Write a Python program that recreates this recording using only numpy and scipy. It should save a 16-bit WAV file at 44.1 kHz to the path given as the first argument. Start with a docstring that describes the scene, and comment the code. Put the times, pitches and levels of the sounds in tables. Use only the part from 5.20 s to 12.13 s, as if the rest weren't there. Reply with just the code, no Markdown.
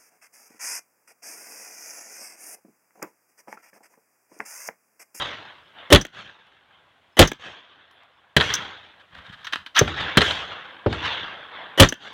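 """An outdoor range over steady air noise and a faint bird. A sharp gun's echo dies away, then a near rifle
fires twice, its bolt clattering and its cases landing. The sharp gun answers, the rifle's hammer clicks on a dead
round, and hands shift and rack the bolt. A gun muffled by an earth bank, the sharp one and the muffled one fire
before the rifle's last shot. Reports are decaying noise bands and low swings of pressure, echoes are scattered
noise, metal is grit through resonances; the close blasts overload the microphone and pull its gain down."""
import sys
import numpy as np
from scipy import signal
from scipy.fft import rfft, irfft, next_fast_len
from scipy.io import wavfile
from scipy.ndimage import uniform_filter1d

SR = 44100
rng = np.random.default_rng(int(sys.argv[2]) if len(sys.argv) > 2 else 0)


def put_to_file(sound):
    """Save the sound as 16-bit audio at rate SR, in the file named by the first command-line argument."""
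    columns = np.atleast_2d(sound).T  # one column per channel
    safe = np.clip(columns, -1, 1)
    whole_steps = np.round(safe * 32767)
    wavfile.write(sys.argv[1], SR, whole_steps.astype(np.int16))


N = 305613
TIME = np.arange(N) / SR
BRIEF = TIME[:SR // 2]  # half a second, the length of each short sound such as a report, contact or bird call

# the near rifle's shots: (time [s], blast level [dB], level of the low push just ahead [dB], echo level [dB],
# bolt's travel to the rear [s], action level [dB]), levels relative
RIFLE_SHOTS = [(0.725, 0, 7.5, 3, 0.086, -9), (1.9911, 5.5, -11.5, 8.5, 0.082, -0.5),
               (6.5984, 3.5, -5, 7, .088, -0.5)]
# resonances of the receiver: (centre [Hz], width [Hz], relative level [dB])
RECEIVER_MODES = [(1090, 330, -3), (1670, 298, 3), (3150, 300, -0.5), (3365, 130, 2), (3700, 480, -3)]
# high resonances of small steel parts: (centre [Hz], width [Hz], relative level [dB])
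STEEL_MODES = [(4750, 1800, -8), (6094, 390, 8), (9500, 1000, -16), (13200, 4600, -21)]


def amp(db):
    """Decibels to a factor of amplitude."""
    return 10 ** (np.asarray(db) / 20)


def unit(x):
    """x scaled to rms 1."""
    return x / np.sqrt(np.mean(x ** 2) + 1e-20)


def along(points, hz):
    """Interpolate (frequency [Hz], value) points on a log axis."""
    f, values = np.transpose(points)
    return np.interp(np.log(hz + 1), np.log(f + 1), values)


def filtered(x, response):
    """x times a complex response of frequency."""
    size = next_fast_len(len(x) + 8192)
    spectrum = rfft(x, size) * response(np.fft.rfftfreq(size, 1 / SR))
    return irfft(spectrum, size)[:len(x)]


def noise(response, size):
    """Coloured noise of rms 1."""
    return unit(filtered(rng.standard_normal(size), response))


def grit(size, spiky_db):
    """Noise of rms 1 made of tiny uneven impacts."""
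    knots = rng.standard_normal(size // 40 + 2)  # a new strength about every 40 samples
    places = np.linspace(0, len(knots) - 1, size)
    strength = amp(spiky_db * np.interp(places, np.arange(len(knots)), knots))
    return unit(strength * rng.standard_normal(size))


def fade(t60):
    """A decay of 60 dB in t60 seconds, never quicker than 2 ms."""
    return np.exp(-np.log(1000) * BRIEF / max(t60, .002))


def swell(rise):
    """A soft start that takes about rise seconds."""
    return 1 - np.exp(-(BRIEF / max(rise, 1e-5)) ** 2)


def add(track, s, sound):
    """Mix a sound in at time s; before zero, only its remainder is heard."""
    start = round(s * SR)
    part = sound[max(-start, 0):max(N - start, 0)]
    track[max(start, 0):][:len(part)] += part


def band_pass(f, centre, width):
    """Complex response of one resonance, 1 at its centre."""
    return 1j * f * width / (centre * centre - f * f + 1j * f * width)


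def resonate(x, modes):
    """x through a body's resonances of alternating sign, keeping the power of white noise."""
    def response(f):
        body = sum((-1) ** k * amp(db) * band_pass(f, centre, width)
                   for k, (centre, width, db) in enumerate(modes))
        return body / np.sqrt(np.mean(abs(body) ** 2))
    return filtered(x, response)


def lifted(x, peaks):
    """x with a few ringing resonances added."""
    return filtered(x, lambda f: 1 + sum((amp(db) - 1) * band_pass(f, centre, width)
                                         for centre, width, db in peaks))


def burst(bands):
    """Sudden noise whose overlapping bands each die at their own speed."""
    centres = [hz for hz, _, _ in bands]
    edges = np.log([centres[0] / 2] + centres + [centres[-1] * 2])
    out = np.zeros(len(BRIEF))
    for k, (_, db, t60) in enumerate(bands):
        band = noise(lambda f: np.interp(np.log(f + 1), edges[k:k + 3], [0, 1, 0]), len(BRIEF))
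        out += amp(db) * fade(t60) * band
    return out


def boom(modes):
    """Damped low swings of pressure that build within about a cycle, a little different every time."""
    out = np.zeros(len(BRIEF))
    for hz, db, t60 in modes:
        swing = np.sin(2 * np.pi * hz * rng.normal(1, 0.025) * BRIEF)
        out += amp(db) * swell(.8 / hz) * fade(t60) * swing
    return out


def report(bands, modes, slaps, peaks, rise, smear):
    """One muzzle report with its hard reflections, smeared by rough surfaces."""
    # noise of a hard reflection: (band centre [Hz], relative level [dB], t60 [s])
    slap_bands = [(400, -6, 0.05), (1450, -2.5, 0.086), (3300, 0, 0.029), (5660, -25, 0.095),
                  (12900, -33, 0.022)]
    crack = swell(rise) * burst(bands)
    for delay, db in slaps:
        reflection = np.pad(swell(smear) * burst(slap_bands), (round(delay * SR), 0))
        crack += amp(db - 9.5) * reflection[:len(crack)]
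    return lifted(crack, peaks) + boom(modes)


def answer(reflectors, delay):
    """Each reflector's echo swells to a peak and falls steadily; their powers add up."""
    power = 0
    for peak, db, rise, fall in reflectors:
        early = np.maximum(peak - delay, 0) / rise
        late = np.maximum(delay - peak, 0)
        power = power + amp(db - 10 * early ** 2 - fall * late) ** 2
    return np.sqrt(power)


def scatter(reflectors, treble_db, lumpy_db, lumps_hz):
    """Countless small reflections arriving in clumps; treble dulls as the paths lengthen."""
    # colour and its drift: (frequency [Hz], relative spectral density [dB], change of level [dB per s])
    scatter_colour = np.array([(25, -28, -10), (48, -11, -15.5), (79, 2, -18), (213, -7, -4.5),
                               (420, -5, -2.5), (680, -3, 3), (1110, -1, 1), (1650, 2.5, -1.5),
                               (2420, -4, -4.5), (3423, 4.5, -8), (5000, -16.5, -21.5),
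                               (6270, -12.5, -37.5), (8337, -26.5, -59.5), (14900, -42, -74.5)])
    hz, t, z = signal.stft(grit(2 * SR, spiky_db=2.0), SR, nperseg=1024)
    treble = along([(4000, 0.00022), (11000, treble_db)], hz)
    colour = unit(amp(along(scatter_colour[:, :2], hz) + treble))
    dulling = amp(along(scatter_colour[:, ::2], hz)[:, None] * t)
    # each stretch of bank returns its own colour
    patches = uniform_filter1d(rng.standard_normal(z.shape), size=7, axis=0)
    patches = unit(uniform_filter1d(patches, size=4, axis=1))
    coloured = z * colour[:, None] * dulling * amp(2.7 * patches)
    tail = signal.istft(coloured, SR, nperseg=1024)[1][:2 * SR]
    delay = TIME[:2 * SR]
    lumps = np.interp(delay * lumps_hz, np.arange(2048), rng.standard_normal(2048))
    return tail * answer(reflectors, delay) * amp(lumpy_db * lumps)


def nearby(x):
    """Close surfaces add weak copies, which ripple the spectrum."""
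    # short paths off bench top, shooter and ground: (delay [s], level [dB])
    short_paths = [(.0019, -28), (.0037, -25), (.0062, -24), (0.0101, -18)]
    return filtered(x, lambda f: 1 + sum(amp(db) * np.exp(-2j * np.pi * f * delay)
                                         for delay, db in short_paths))


def air():
    """Steady coloured noise of the open range."""
    # (frequency [Hz], relative spectral density [dB])
    air_colour = [(20, -25), (45, -10), (80, 2.5), (250, -3), (450, -4), (700, -0.5), (1600, -3),
                  (2400, -5), (3400, -4.5), (5000, -21), (9000, -27.5), (16000, -34.5)]
    return amp(-60.0) * noise(lambda f: amp(along(air_colour, f)), N)


def bird(note_hz, fall_hz, gap):
    """Three quick, slightly falling whistles a call, one every gap seconds."""
    # calls: (time [s], relative level [dB])
    calls = [(.425, -73), (.665, -76), (1.919, -67.5), (2.665, -73), (2.925, -74.5), (5.49, -71),
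             (6.22, -73)]
    out = np.zeros(N)
    through = BRIEF / gap % 1  # place within the note, 0 to 1
    notes = np.sin(np.pi * through) ** 2 * (BRIEF < 3 * gap)
    for s, db in calls:
        pitch = note_hz * rng.normal(1, .004) - fall_hz * through
        add(out, s, amp(db + 1.5) * notes * np.sin(2 * np.pi * np.cumsum(pitch) / SR))
    return out


def other_bay(shots, bands, modes, slaps, peaks, echo, treble_db, rumble_db):
    """A gun farther along the firing line, with its own paths to the banks."""
    # low rumble that rolls on in the bays: (band centre [Hz], relative level [dB], t60 [s])
    bay_rumble = [(87, -29, 0.68), (200, -38.5, 0.53), (320, -32.5, 0.6), (596, -39, 0.39)]
    out, echoes = np.zeros((2, N))
    for s, db, echo_db in shots:
        add(out, s, amp(db) * report(bands, modes, slaps, peaks, rise=0.0015, smear=0.0017))
        add(out, s, amp(db + rumble_db) * swell(0.032) * burst(bay_rumble))
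        add(echoes, s, amp(echo_db) * scatter(echo, treble_db, lumpy_db=1.5, lumps_hz=142.0))
    return out + nearby(echoes)


def muffled_gun():
    """An earth bank dulls this gun, leaving mostly its low thump."""
    # (time [s], relative report level [dB], relative echo level [dB])
    muffled_shots = [(4.611, 3, 3.5), (5.661, 2.5, 3)]
    # noise of the report: (band centre [Hz], relative level [dB], t60 [s])
    muffled_bands = [(150, -24, 0.24), (454, -16.5, 0.093), (1030, -22, 0.053), (2900, -38, 0.11),
                     (5960, -66, .08)]
    # swings of pressure: (nominal frequency [Hz], relative level [dB], t60 [s])
    muffled_boom = [(55, -14, 0.082), (107, 1, 0.045), (357, -10, 0.012), (420, -3.5, 0.035),
                    (600, -11, 0.051)]
    # hard reflections: (delay [s], relative level [dB])
    muffled_slaps = [(0.065, -14.5), (.193, -16)]
    # slopes and woods: (delay of the peak [s], relative level [dB], rise [s], fall [dB per s])
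    muffled_echo = [(0.101, -36.5, 0.066, 21.5), (0.197, -28, 0.043, 51), (.72, -38.5, .07, 45),
                    (1.099, -49, .3, 8)]
    gun = other_bay(muffled_shots, muffled_bands, muffled_boom, muffled_slaps, [], muffled_echo,
                    treble_db=-6.5, rumble_db=-1.0)
    # the bank also shades the highest treble
    return filtered(gun, lambda f: 1 / np.sqrt(1 + (f / 9000) ** 4))


def sharp_gun():
    """A cracking report with ringing resonances; the first shot falls before the scene starts."""
    # (time [s], relative report level [dB], relative echo level [dB])
    sharp_shots = [(-.215, 0, 3), (3.1645, 1, 3), (4.971, -0.5, 1)]
    # noise of the report: (band centre [Hz], relative level [dB], t60 [s])
    sharp_bands = [(143, -7, 0.11), (374, -12.5, 0.14), (1590, -6.5, 0.058), (3130, -12, 0.063),
                   (5400, -20, 0.064), (12000, -20.5, 0.03)]
    # swings of pressure: (nominal frequency [Hz], relative level [dB], t60 [s])
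    sharp_boom = [(80, -6.5, 0.11), (112, -7, .06), (375.3, -9, 0.04)]
    # hard reflections: (delay [s], relative level [dB])
    sharp_slaps = [(0.0345, -7.5), (0.0439, -2), (.136, -14.5)]
    # resonances that colour the crack: (centre [Hz], width [Hz], lift [dB])
    sharp_peaks = [(156, 110, 0.53), (420.3, 26, 9.5), (1750, 530, 7.1), (3183, 230, 15.1),
                   (3880, 360, 11.7)]
    # slopes and woods: (delay of the peak [s], relative level [dB], rise [s], fall [dB per s])
    sharp_echo = [(.088, -23.5, .055, 57.4), (.82, -45, .06, 55), (1.1, -59, 0.18, 14)]
    return other_bay(sharp_shots, sharp_bands, sharp_boom, sharp_slaps, sharp_peaks, sharp_echo,
                     treble_db=5, rumble_db=0.5)


def cases():
    """Spent cases bounce on the gravel: a tick on a stone and a thin ring of brass."""
    # bounces: (time [s], relative level [dB])
    bounces = [(1.268, -62), (2.55, -69), (2.711, -53), (2.834, -59.5)]
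    # ringing brass: (frequency [Hz], relative level [dB], t60 [s])
    brass_modes = [(10800, -8, .25), (15300, -8, 0.22)]
    out = np.zeros(N)
    ring = sum(amp(level - 8) * fade(t60) * np.sin(2 * np.pi * hz * BRIEF)
               for hz, level, t60 in brass_modes)
    for s, db in bounces:
        tick = fade(.025) * resonate(rng.standard_normal(len(BRIEF)), STEEL_MODES[:1])
        add(out, s, amp(db) * (ring + tick))
    return out


def handling():
    """Sleeves and hands rub the receiver and nudge the rifle on the bench; each move swells and fades."""
    # moves: (middle [s], half length [s], relative rub level [dB], relative bump level [dB])
    moves = [(3.815, 0.014, -45, -72), (3.966, 0.038, -48, -50.5), (3.989, .008, -43, -60),
             (4.096, .01, -58, -46), (4.136, .012, -44.5, -52.5), (4.17, 0.18, -46.5, -60.5),
             (4.395, .03, -53, -55)]
    pressure, nudge = np.zeros((2, N))
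    for s, half, rub_db, bump_db in moves:
        move = np.exp(-((TIME - s) / half) ** 2)
        pressure += amp(rub_db) * move
        nudge += amp(bump_db) * move
    # the hand sticks and slips
    slips = amp(3.05 * noise(lambda f: np.exp(-f / 50), N))
    rub = resonate(pressure * slips * grit(N, spiky_db=2.0), RECEIVER_MODES)
    bumps = resonate(nudge * grit(N, spiky_db=3.5), [(81, 74, 2), (195, 79, 2.3)])
    soft_rub = filtered(rub, lambda f: 1 / (1 + 1j * f / 3000))
    return soft_rub + filtered(bumps, lambda f: 1 / (1 + 1j * f / 400))


def contacts():
    """Every metal contact: those made by hand, and the same three after each shot."""
    # hammer, charging handle and bolt clear the dead round:
    # (time [s], relative level [dB], t60 [s], high ring level [dB], stock knock level [dB])
    by_hand = [(3.3378, -16, 0.027, 5, -21), (3.35, -26, 0.041, 5, -17), (4.2435, -31.5, 0.075, -15.5, -35),
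               (4.2675, -25, 0.047, -29, -34), (4.323, -24, 0.055, -35, -22.5),
               (4.3325, -15, 0.031, -27, -24), (4.357, -20.5, 0.02, -34, -11),
               (4.461, -30, 0.049, -33, -23), (4.561, -21, 0.025, -18, -25), (4.59, -8, 0.027, 1.5, -12.5)]
    # the bolt hits the buffer, slams shut and rebounds:
    # (relative level [dB], t60 [s] before the floor in fade, high ring level [dB], stock knock level [dB])
    bolt_rear = (-23, 0.0519, 8.5, -5)
    bolt_shut = (-10, 0.02, -16, 0)
    bolt_rebound = (-27.5, -0.02, 4.5, 8)
    rows = list(by_hand)
    for s, _, _, _, rear_s, action_db in RIFLE_SHOTS:
        # delays after the shot [s]
        cycle = [(rear_s, bolt_rear), (.125, bolt_shut), (.1425, bolt_rebound)]
        for delay, (db, *ring) in cycle:
            rows.append((s + delay, action_db + db, *ring))
    return rows


def slide():
    """The released bolt strips a round: its scrape grows with its speed and rattles out once home."""
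    start_s, travel_s, rattle_t60_s = 4.545, 0.036, 0.12
    out = np.zeros(N)
    speed = np.minimum(BRIEF / travel_s, 1)
    rattle = np.interp(BRIEF - travel_s, BRIEF, fade(rattle_t60_s))
    add(out, start_s, amp(-12) * speed * rattle * grit(len(BRIEF), spiky_db=4))
    return out


def action():
    """Hammer, charging handle and bolt chatter briefly against receiver, steel parts and stock."""
    # (centre [Hz], width [Hz], relative level [dB])
    stock_modes = [(282, 130, 4.5), (446, 490, -0.5)]
    receiver, steel, stock = np.zeros((3, N))
    for s, db, t60, ring_db, knock_db in contacts():
        # long, sliding contacts also start more softly
        chatter = amp(db + 5.0) * swell(t60 / 30) * fade(t60) * grit(len(BRIEF), spiky_db=-0.5)
        add(receiver, s, chatter)
        add(steel, s, amp(ring_db) * chatter)
        add(stock, s, amp(knock_db) * chatter)
    scrape = slide()
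    metal = resonate(receiver + scrape, RECEIVER_MODES)
    metal = filtered(metal, lambda f: 1 / (1 + 1j * f / 5000))
    bright = resonate(steel + amp(-20) * scrape, STEEL_MODES)
    direct = metal + bright + resonate(stock, stock_modes)
    # bench and shed add a short, duller ring-out
    ring_out = fade(0.23) * rng.standard_normal(len(BRIEF))
    ring_out = ring_out / np.linalg.norm(ring_out)
    soft = metal + amp(-14) * (direct - metal)
    return direct + amp(-9.5) * signal.fftconvolve(soft, ring_out)[:N]


def lead_in():
    """A short gritty buzz that grows into the blast."""
    # (centre [Hz], width [Hz], relative level [dB])
    buzz_modes = [(430, 210, 1), (1980, 230, -6), (2990, 110, 3.5), (3300, 860, -10), (6000, 980, -22.5),
                  (12000, 4400, -34.5)]
    t = BRIEF[BRIEF < .0225]
    growth = amp(-20.5 + 120 * t)  # rises 120 dB per s
    level = np.pad(growth, (0, len(BRIEF) - len(t)))
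    return resonate(level * rng.standard_normal(len(BRIEF)), buzz_modes)


def near_rifle():
    """A buzz and a low push run just ahead of each blast; the backstop answers a fifth of a second later."""
    # noise of the blast: (band centre [Hz], relative level [dB], t60 [s])
    blast_bands = [(139, -4.5, 0.2), (450, -0.5, .13), (1300, 3, 0.031), (3180, 0.5, 0.044),
                   (5670, -7.5, 0.053), (13000, -13, 0.063)]
    # swings of pressure in the blast and in the push: (nominal frequency [Hz], relative level [dB], t60 [s])
    blast_boom = [(39, 2, 0.15), (89.8, 6.5, 0.105), (273.3, -3.5, 0.14), (366.6, -5, 0.16),
                  (562.4, 3.5, 0.09)]
    push_modes = [(400, -2, .04), (580, -11, .03)]
    # reflections off the shed, benches and bank: (delay [s], relative level [dB])
    blast_slaps = [(0.0231, -1.5), (.034, -2)]
    # resonances that colour the crack: (centre [Hz], width [Hz], lift [dB])
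    blast_peaks = [(548, 28, 3), (1300, 110, 4.5), (1870, 230, 7), (3210, 660, 11), (4000, 300, 4.5)]
    # slopes and woods: (delay of the peak [s], relative level [dB], rise [s], fall [dB per s])
    blast_echo = [(.05, -24, .1, 290), (.228, -38.5, 0.023, 110), (.275, -34.5, 0.042, 88.5),
                  (.53, -52.5, .15, 18.5), (.82, -55.5, 0.054, 60)]
    out, echoes = np.zeros((2, N))
    for s, db, push_db, echo_db, _, _ in RIFLE_SHOTS:
        add(out, s - .0225, lead_in())
        add(out, s - .005, amp(push_db) * boom(push_modes))
        blast = report(blast_bands, blast_boom, blast_slaps, blast_peaks, rise=0.00088, smear=0.00033)
        add(out, s, amp(db + 0.5) * blast)
        add(echoes, s, amp(echo_db) * scatter(blast_echo, treble_db=9, lumpy_db=1.5, lumps_hz=102))
    return out + nearby(echoes)


def scene():
    """Mix the range, the other guns and the near rifle into one channel."""
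    outdoors = air() + bird(note_hz=5330, fall_hz=260, gap=0.024)
    other_guns = muffled_gun() + sharp_gun()
    rifle = cases() + handling() + action() + near_rifle()
    return (outdoors + other_guns + rifle)[None]


def lag(x, seconds):
    """One-pole smoothing."""
    keep = np.exp(-1 / (SR * seconds))
    return signal.lfilter([1 - keep], [1, -keep], x)


def gain_control(x, threshold_db, depth_db, attack, release):
    """A sustained overload pulls the gain down; it creeps back over a second or two."""
    level_db = 10 * np.log10(lag(np.minimum(x * x, .5), .05) + 1e-12)
    # the cut is complete 3 dB above the threshold
    cut_db = depth_db * np.clip((level_db - threshold_db) / 3, 0, 1)
    # the deepest cut so far decays until a stronger one replaces it
    recovery = np.exp(-TIME / release)
    held_db = recovery * np.maximum.accumulate(cut_db / recovery)
    return x * amp(-lag(held_db, attack))


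def record(dry):
    """Bass roll-off, gain control, a hard overload ceiling and the band limit."""
    x = signal.sosfilt(signal.butter(2, 30, "high", fs=SR, output="sos"), dry[0])
    x = gain_control(x, threshold_db=-9.5, depth_db=15, attack=0.048, release=1.14)
    # limit at three times the rate to keep aliasing down
    ceiling = .69
    x = signal.resample_poly(x, 3, 1)
    x = x / (1 + np.abs(x / ceiling) ** 8) ** (1 / 8)
    x = signal.resample_poly(x, 1, 3)
    top_hz = 16100
    return filtered(x, lambda hz: 1 / np.sqrt(1 + (hz / top_hz) ** 160))[None]


dry = scene()
out = record(dry)
put_to_file(out)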